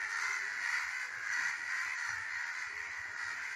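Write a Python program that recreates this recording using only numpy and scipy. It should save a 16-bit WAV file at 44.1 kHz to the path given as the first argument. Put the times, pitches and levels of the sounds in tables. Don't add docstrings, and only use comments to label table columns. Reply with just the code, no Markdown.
import sys
import numpy as np
from scipy import signal
from scipy.fft import rfft, irfft, dct, next_fast_len
from scipy.io import wavfile
from scipy.ndimage import uniform_filter1d

SR = 44100
rng = np.random.default_rng(int(sys.argv[2]) if len(sys.argv) > 2 else 0)


def field_ratio(decibels):
    return 10 ** (np.asarray(decibels, dtype=float) / 20)


def unload_audio(sound):
    columns = np.transpose(np.atleast_2d(sound))
    steps = np.round(np.clip(columns, -1, 1) * 32767)
    wavfile.write(sys.argv[1], SR, steps.astype(np.int16))


N = 156555

# f/Hz, density/dB
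AIR_SPECTRUM = [(18, -54), (30, -26), (92, -1.5), (205, -11.5), (419, -1.5), (531, -10.5), (700, 0.5),
                (910, -25.5), (1540, -120)]
# t/s, length/s, level/dB, centre f/Hz
WIND_THUMPS = [(0.026, 0.056, -77, 88), (.14, 0.17, -77, 89.5), (0.698, 0.049, -78, 98),
               (0.815, 0.08, -71.5, 77.4), (1.12, 0.13, -71.5, 97.2), (1.28, 0.031, -73, 108),
               (1.351, 0.072, -70, 314), (1.42, 0.089, -73, 157), (1.593, 0.11, -77, 93.2),
               (1.834, 0.071, -73.5, 96), (2.07, 0.094, -64, 100.4), (2.15, 0.08, -64.5, 104.6),
               (2.29, .1, -72.5, 78.7), (2.633, 0.08, -74, 96), (2.718, 0.11, -71.5, 85.5),
               (2.868, 0.05, -72, 89), (2.95, 0.063, -65.5, 90.5), (3.073, 0.036, -69.5, 96),
               (3.193, 0.15, -72.5, 90.7), (3.37, 0.1, -76, 82)]
# t/s, length/s, pitch f/Hz, level/dB
DISTANT_COOS = [
    (0.011, 0.36, 415, -71),
    (0.248, 0.37, 405, -67.5),
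    (1.0, 0.33, 518, -73),
    (2.659, 0.28, 416.6, -69.5),
]
# t/s, length/s, pitch f/Hz, level/dB, throat f/Hz
MIDDLE_CAWS = [(-.15, 0.26, 461.6, -41.5, 1903), (.14, 0.26, 487.7, -43.5, 1496),
               (.36, 0.3, 488.2, -43.5, 1796), (.6, 0.28, 501.6, -42, 1926), (.84, 0.13, 516.4, -48, 1940),
               (1.07, 0.26, 531.7, -47.5, 1633), (1.2, 0.18, 406.1, -44.5, 1725),
               (1.33, 0.26, 467, -44.5, 2004), (1.5, 0.25, 478.8, -47, 1925),
               (1.66, 0.23, 470.8, -43.5, 1980), (1.82, 0.17, 516.5, -44, 2126),
               (1.95, 0.32, 455.3, -45.5, 1786), (1.94, 0.26, 457, -51, 1386), (2.48, 0.28, 486, -53, 1490),
               (2.6, 0.27, 525.3, -60, 1060), (2.9, .13, 500, -58, 1010), (2.26, 0.3, 474.4, -43.5, 1813),
               (2.47, 0.26, 496.8, -49.5, 1817), (2.57, 0.21, 502.7, -53, 2095),
               (2.72, 0.21, 479, -49, 2010), (2.86, 0.16, 500.3, -51, 1925),
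               (3.08, 0.29, 477.8, -49.5, 1496), (3.3, 0.26, 505.7, -49, 2177),
               (3.33, .25, 529.2, -51, 1640), (.88, .2, 519, -50, 1590), (.64, .24, 470, -47, 1470),
               (1.3, .25, 530, -46, 1600), (2.15, .2, 490, -51, 1950), (2.97, .2, 490, -53, 1900)]
# t/s, length/s, pitch f/Hz, level/dB, throat f/Hz
NEAR_CAWS = [(.05, .24, 458, -40.5, 1764), (.17, 0.26, 513, -41, 2033), (.57, 0.25, 479.8, -41.5, 1910),
             (.7, 0.25, 479, -44.5, 1950), (.88, 0.23, 496.9, -45, 2046), (1.27, 0.28, 491, -40.5, 1790),
             (1.64, 0.28, 519.4, -44, 1614), (1.92, 0.24, 483.6, -44, 1753),
             (2.28, 0.13, 448.3, -56.5, 1700), (2.5, 0.19, 507.2, -48, 1933), (3.14, .24, 477.5, -45, 1950),
             (3.38, 0.22, 475.4, -51, 2006)]
# t/s, length/s, first f/Hz, last f/Hz, level/dB
BEAK_WHISTLES = [(0.121, .2, 4400, 4760, -58.5), (0.149, .28, 6100, 5950, -58),
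                 (0.662, .22, 4450, 4830, -58.5), (0.902, .2, 4690, 4710, -63),
                 (1.269, .28, 4320, 4580, -60), (1.302, .25, 5900, 6100, -57.5),
                 (1.629, .24, 4720, 4640, -59), (1.962, .22, 4390, 4350, -59),
                 (1.925, .25, 6070, 5800, -58), (2.27, .14, 4220, 4220, -63.5),
                 (2.551, .12, 6480, 6550, -64.5), (2.66, .16, 4520, 4430, -65)]
# f/Hz, width/Hz, level against the throat/dB
NECK_RINGS = [(960, 620, -13), (1450, 300, -8), (2400, 300, -16)]
# f/Hz, width/Hz, level against the throat/dB
BEAK_RINGS = [(4664, 1600, -13), (6100, 1100, -11.5), (7030, 810, -14.5), (9190, 4500, -19.5),
              (14730, 710, -23)]
# f/Hz, level/dB
MIC_COLOUR = [(300, -21), (650, -11), (800, -1), (2100, 2.5), (2600, -4.5), (3400, -5), (7600, -9),
              (8100, -14)]
# f/Hz, level/dB
GRAIN_STEP = [(100, -7), (800, -9), (2200, -13), (3000, 4), (3600, 7), (4300, -1), (7300, -1), (8000, 12),
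              (9300, 11), (11500, 7), (15000, 4)]
# from f/Hz, to f/Hz, share dropped [0-1], chance/dB
TREBLE_GATES = [(11700, 12400, .35, 7), (12400, 13100, .72, 9), (13100, 13700, .87, 9),
                (13700, 14400, .78, 9), (14400, 15200, .33, 1.5), (15200, 15700, .62, 5),
                (15700, 22050, 1., 0)]
# t/s, length/s
RICH_SPANS = [(0, .04), (.07, .41), (.51, 1.07), (1.76, .32), (2.12, .07), (2.36, .04), (2.43, .11),
              (2.6, .06), (2.74, .12), (2.93, .14), (3.32, .3)]
# t/s, up to f/Hz
BASS_HOLES = [(.34, 200), (.38, 130), (.48, 170), (.5, 130), (.57, 260), (.65, 300), (.67, 300), (.78, 240),
              (.95, 130), (1.02, 110), (1.1, 110), (1.6, 150), (1.97, 350), (1.99, 330), (2.05, 200),
              (2.6, 110), (3.03, 150), (3.46, 130)]

THROAT_WIDTH_HZ, LEAK_DB = 580, -33
NECK_SPREAD, BEAK_SPREAD_DB = .1, 1.5
RATTLE_HZ, RATTLE_SPREAD, RATTLE_DEPTH, BREATH_RATTLE = 82, .1, .7, .3
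ATTACK_S, RELEASE_S = .07, .07
ARCH, SAG, WANDER = .05, .02, .013
FLOCK_HZ, FLOCK_SPREAD, FLOCK_DB = 480, .1, -47
ECHO_DB, ECHO_T60_S, SIDE_DB = -5, .5, -33
GRAIN_LINES, GRAIN_PAD = 1024, 478
GRAIN_MEMORY_S, GRAIN_FRAME_DB, GRAIN_BAND_DB, RICH_DB = .09, 1.5, 2.5, 9


def level(x, db):
    return x * field_ratio(db) / np.sqrt(np.mean(x ** 2) + 1e-18)


def wobble(n, rate):
    k = max(int(SR / rate), 1)
    smooth = uniform_filter1d(rng.standard_normal(n), k)
    return level(uniform_filter1d(smooth, k), 0)


def phase_of(hz):
    return 2 * np.pi * np.cumsum(hz) / SR


def frequencies(size):
    return np.fft.rfftfreq(size, 1 / SR) + 1


def curve(f, points):
    hz, db = np.transpose(points)
    return np.interp(np.log(f), np.log(hz), db)


def ring(f, hz, width_hz):
    return 1 / (1 + 1j * (f / width_hz - hz ** 2 / (f * width_hz))) ** 2


def colour(x, points):
    return irfft(rfft(x) * field_ratio(curve(frequencies(N), points)), N)


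def swell(length, attack, release):
    t = np.arange(int(length * SR)) / SR
    rise_or_fall = np.minimum(t / attack, (length - t) / release)
    return t / length, np.sin(np.pi / 2 * np.clip(rise_or_fall, 0, 1)) ** 2


def add(out, x, start):
    i = int(start * SR)
    a, b = max(i, 0), min(i + len(x), N)
    out[a:max(a, b)] += x[a - i:max(a, b) - i]


def wind():
    air = colour(rng.standard_normal(N), AIR_SPECTRUM)
    out = level(air * field_ratio(3 * wobble(N, 22)), -68.5)
    for s, length, db, hz in WIND_THUMPS:
        env = swell(length, .035, .03)[1]
        n = len(env)
        size = n + 2048
        flap = np.sin(phase_of(hz * (1 + .2 * wobble(n, 50))))
        puff = (rng.standard_normal(n) + .15 * flap) * env * field_ratio(2.8 * wobble(n, 22))
        thump = irfft(rfft(puff, size) * ring(frequencies(size), hz, .61 * hz), size)
        add(out, level(thump, db), s)
    return out


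def coos():
    out = np.zeros(N)
    for s, length, hz, db in DISTANT_COOS:
        env = swell(length, .066, .15)[1]
        n = len(env)
        tone = np.sin(phase_of(hz * (1 + .036 * wobble(n, 98)))) * field_ratio(2.6 * wobble(n, 46))
        add(out, level(tone * env, db), s)
    return out


def echo(x):
    t = np.arange(SR // 2) / SR
    tail = rng.standard_normal(len(t)) * field_ratio(-60 * t / ECHO_T60_S) * np.clip(t / .016, 0, 1)
    return signal.fftconvolve(x, tail / np.sqrt(np.sum(tail ** 2)))[:N]


def flock(count):
    rows = []
    for k, (late, strong, pitch, throat) in enumerate(rng.standard_normal((count, 4))):
        start = -.25 + 3.8 * (k + .15 * late) / count
        hz = FLOCK_HZ * (1 + FLOCK_SPREAD * pitch)
        rows.append((start, .27 + .03 * strong, hz, 1.2 * strong, 1840 + 150 * throat))
    return level(crows(rows, beak_db=-2, jitter=.012, rattle=.6, breath_share=.55), FLOCK_DB)


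def whistles():
    out = np.zeros(N)
    for s, length, hz, end_hz, db in BEAK_WHISTLES:
        u, env = swell(length, .03, .06)
        pitch = (hz + (end_hz - hz) * u) * (1 + .006 * wobble(len(u), 150))
        strand = np.sin(phase_of(pitch)) * env * field_ratio(4 * wobble(len(u), 60))
        add(out, level(strand, db), s)
    return out


def crow_voice(length, hz, jitter, rattle, breath_share):
    u, env = swell(length, ATTACK_S, RELEASE_S)
    n = len(u)
    bend = -ARCH * (2 * u - 1) ** 4 - SAG * (u - .5)
    phase = phase_of(hz * (1 + bend + jitter * wobble(n, 163.5) + WANDER * wobble(n, 35)))
    harmonics = np.arange(1, 25)[:, None]
    pulses = np.cos(harmonics * phase + 2 * np.pi * rng.random((24, 1))).sum(axis=0) / 4
    breath = rng.standard_normal(n) * (1 + 1.4 * np.cos(phase))
    unevenness = rng.standard_normal() + wobble(n, 40.6)
    chop = np.exp(rattle * np.cos(phase_of(RATTLE_HZ * (1 + RATTLE_SPREAD * unevenness))))
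    tone = np.sqrt(1 - breath_share) * pulses * chop
    return (tone + np.sqrt(breath_share) * breath * chop ** BREATH_RATTLE) * env


def crow_body(f, throat_hz, beak_db):
    throat = ring(f, throat_hz, THROAT_WIDTH_HZ)
    power = abs(throat) ** 2 + field_ratio(LEAK_DB) ** 2
    for hz, width_hz, db in NECK_RINGS:
        neck_hz = hz * (1 + NECK_SPREAD * rng.standard_normal())
        power += abs(field_ratio(db) * ring(f, neck_hz, width_hz)) ** 2
    for hz, width_hz, db in BEAK_RINGS:
        gain = field_ratio(db + beak_db + BEAK_SPREAD_DB * rng.standard_normal())
        power += abs(gain * ring(f, hz, width_hz)) ** 2
    return np.sqrt(power) * throat / abs(throat)


def crows(table, beak_db, jitter, rattle, breath_share):
    out = np.zeros(N)
    for s, length, hz, db, throat_hz in table:
        voice = crow_voice(length, hz, jitter, rattle, breath_share)
        size = next_fast_len(len(voice) + 512)
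        body = crow_body(frequencies(size), throat_hz, beak_db)
        add(out, level(irfft(rfft(voice, size) * body, size), db), s)
    return out


def scene():
    birds = flock(count=44)
    birds += crows(MIDDLE_CAWS, beak_db=-1.5, jitter=.014, rattle=RATTLE_DEPTH, breath_share=.42)
    birds += crows(NEAR_CAWS, beak_db=1.22, jitter=.008, rattle=RATTLE_DEPTH, breath_share=.36)
    mid = colour(birds + field_ratio(ECHO_DB) * echo(birds), MIC_COLOUR) + whistles() + coos() + wind()
    side = field_ratio(SIDE_DB) * echo(mid)
    return np.array([mid + side, mid - side])


def drop_bands(lines, f):
    m, count = GRAIN_LINES, lines.shape[1]
    when = (np.arange(count) * m - GRAIN_PAD) / SR
    for s, hz in BASS_HOLES:
        lines[:, np.argmin(abs(when - s - m / (2 * SR))), f < hz] = 0
    rich = RICH_DB * sum((when > s) & (when < s + length) for s, length in RICH_SPANS)
    luck = rng.standard_normal(count)
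    for lo, hi, share, chance_db in TREBLE_GATES:
        favour = rich + chance_db * luck
        closed = favour <= np.quantile(favour, share)
        lines = lines * (1 - closed[:, None] * ((f > lo) & (f < hi)))
    return lines


def phone_grain(x):
    m, h, count = GRAIN_LINES, GRAIN_LINES // 2, N // GRAIN_LINES + 3
    lead = GRAIN_PAD + m
    w = np.sin(np.pi * (np.arange(2 * m) + .5) / (2 * m))
    blocks = np.pad(x, ((0, 0), (lead, (count + 1) * m - N - lead))).reshape(2, count + 1, m)
    a, b = blocks[:, :-1] * w[:m], blocks[:, 1:] * w[m:]
    folded = [-b[..., h - 1::-1] - b[..., h:], a[..., :h] - a[..., :h - 1:-1]]
    lines = dct(np.concatenate(folded, axis=-1), type=4, norm="ortho")
    f = (np.arange(m) + .5) * SR / (2 * m)
    local = uniform_filter1d(lines[0] ** 2, size=24, axis=1)
    local = uniform_filter1d(local, max(int(GRAIN_MEMORY_S * SR / m), 1), axis=0)
    frame_db = GRAIN_FRAME_DB * rng.standard_normal((count, 1))
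    band_db = GRAIN_BAND_DB * np.repeat(rng.standard_normal((count, m // 16)), 16, axis=1)
    step = np.sqrt(abs(local) + 1e-20) * field_ratio(curve(f, GRAIN_STEP) + frame_db + band_db)
    lines = drop_bands(lines, f)
    rounded = np.sign(lines) * np.floor(abs(lines) / step + .4) * step
    v = dct(rounded, type=4, norm="ortho")
    out = np.zeros_like(blocks)
    out[:, :-1] += np.concatenate([v[..., h:], -v[..., :h - 1:-1]], axis=-1) * w[:m]
    out[:, 1:] -= np.concatenate([v[..., h - 1::-1], v[..., :h]], axis=-1) * w[m:]
    return out.reshape(2, -1)[:, lead:lead + N]


def roll_off(x):
    return signal.sosfilt(signal.butter(12, 16510, fs=SR, output="sos"), x)


def record(dry):
    mix = phone_grain(dry)
    return roll_off(mix)


dry = scene()
out = record(dry)
unload_audio(out)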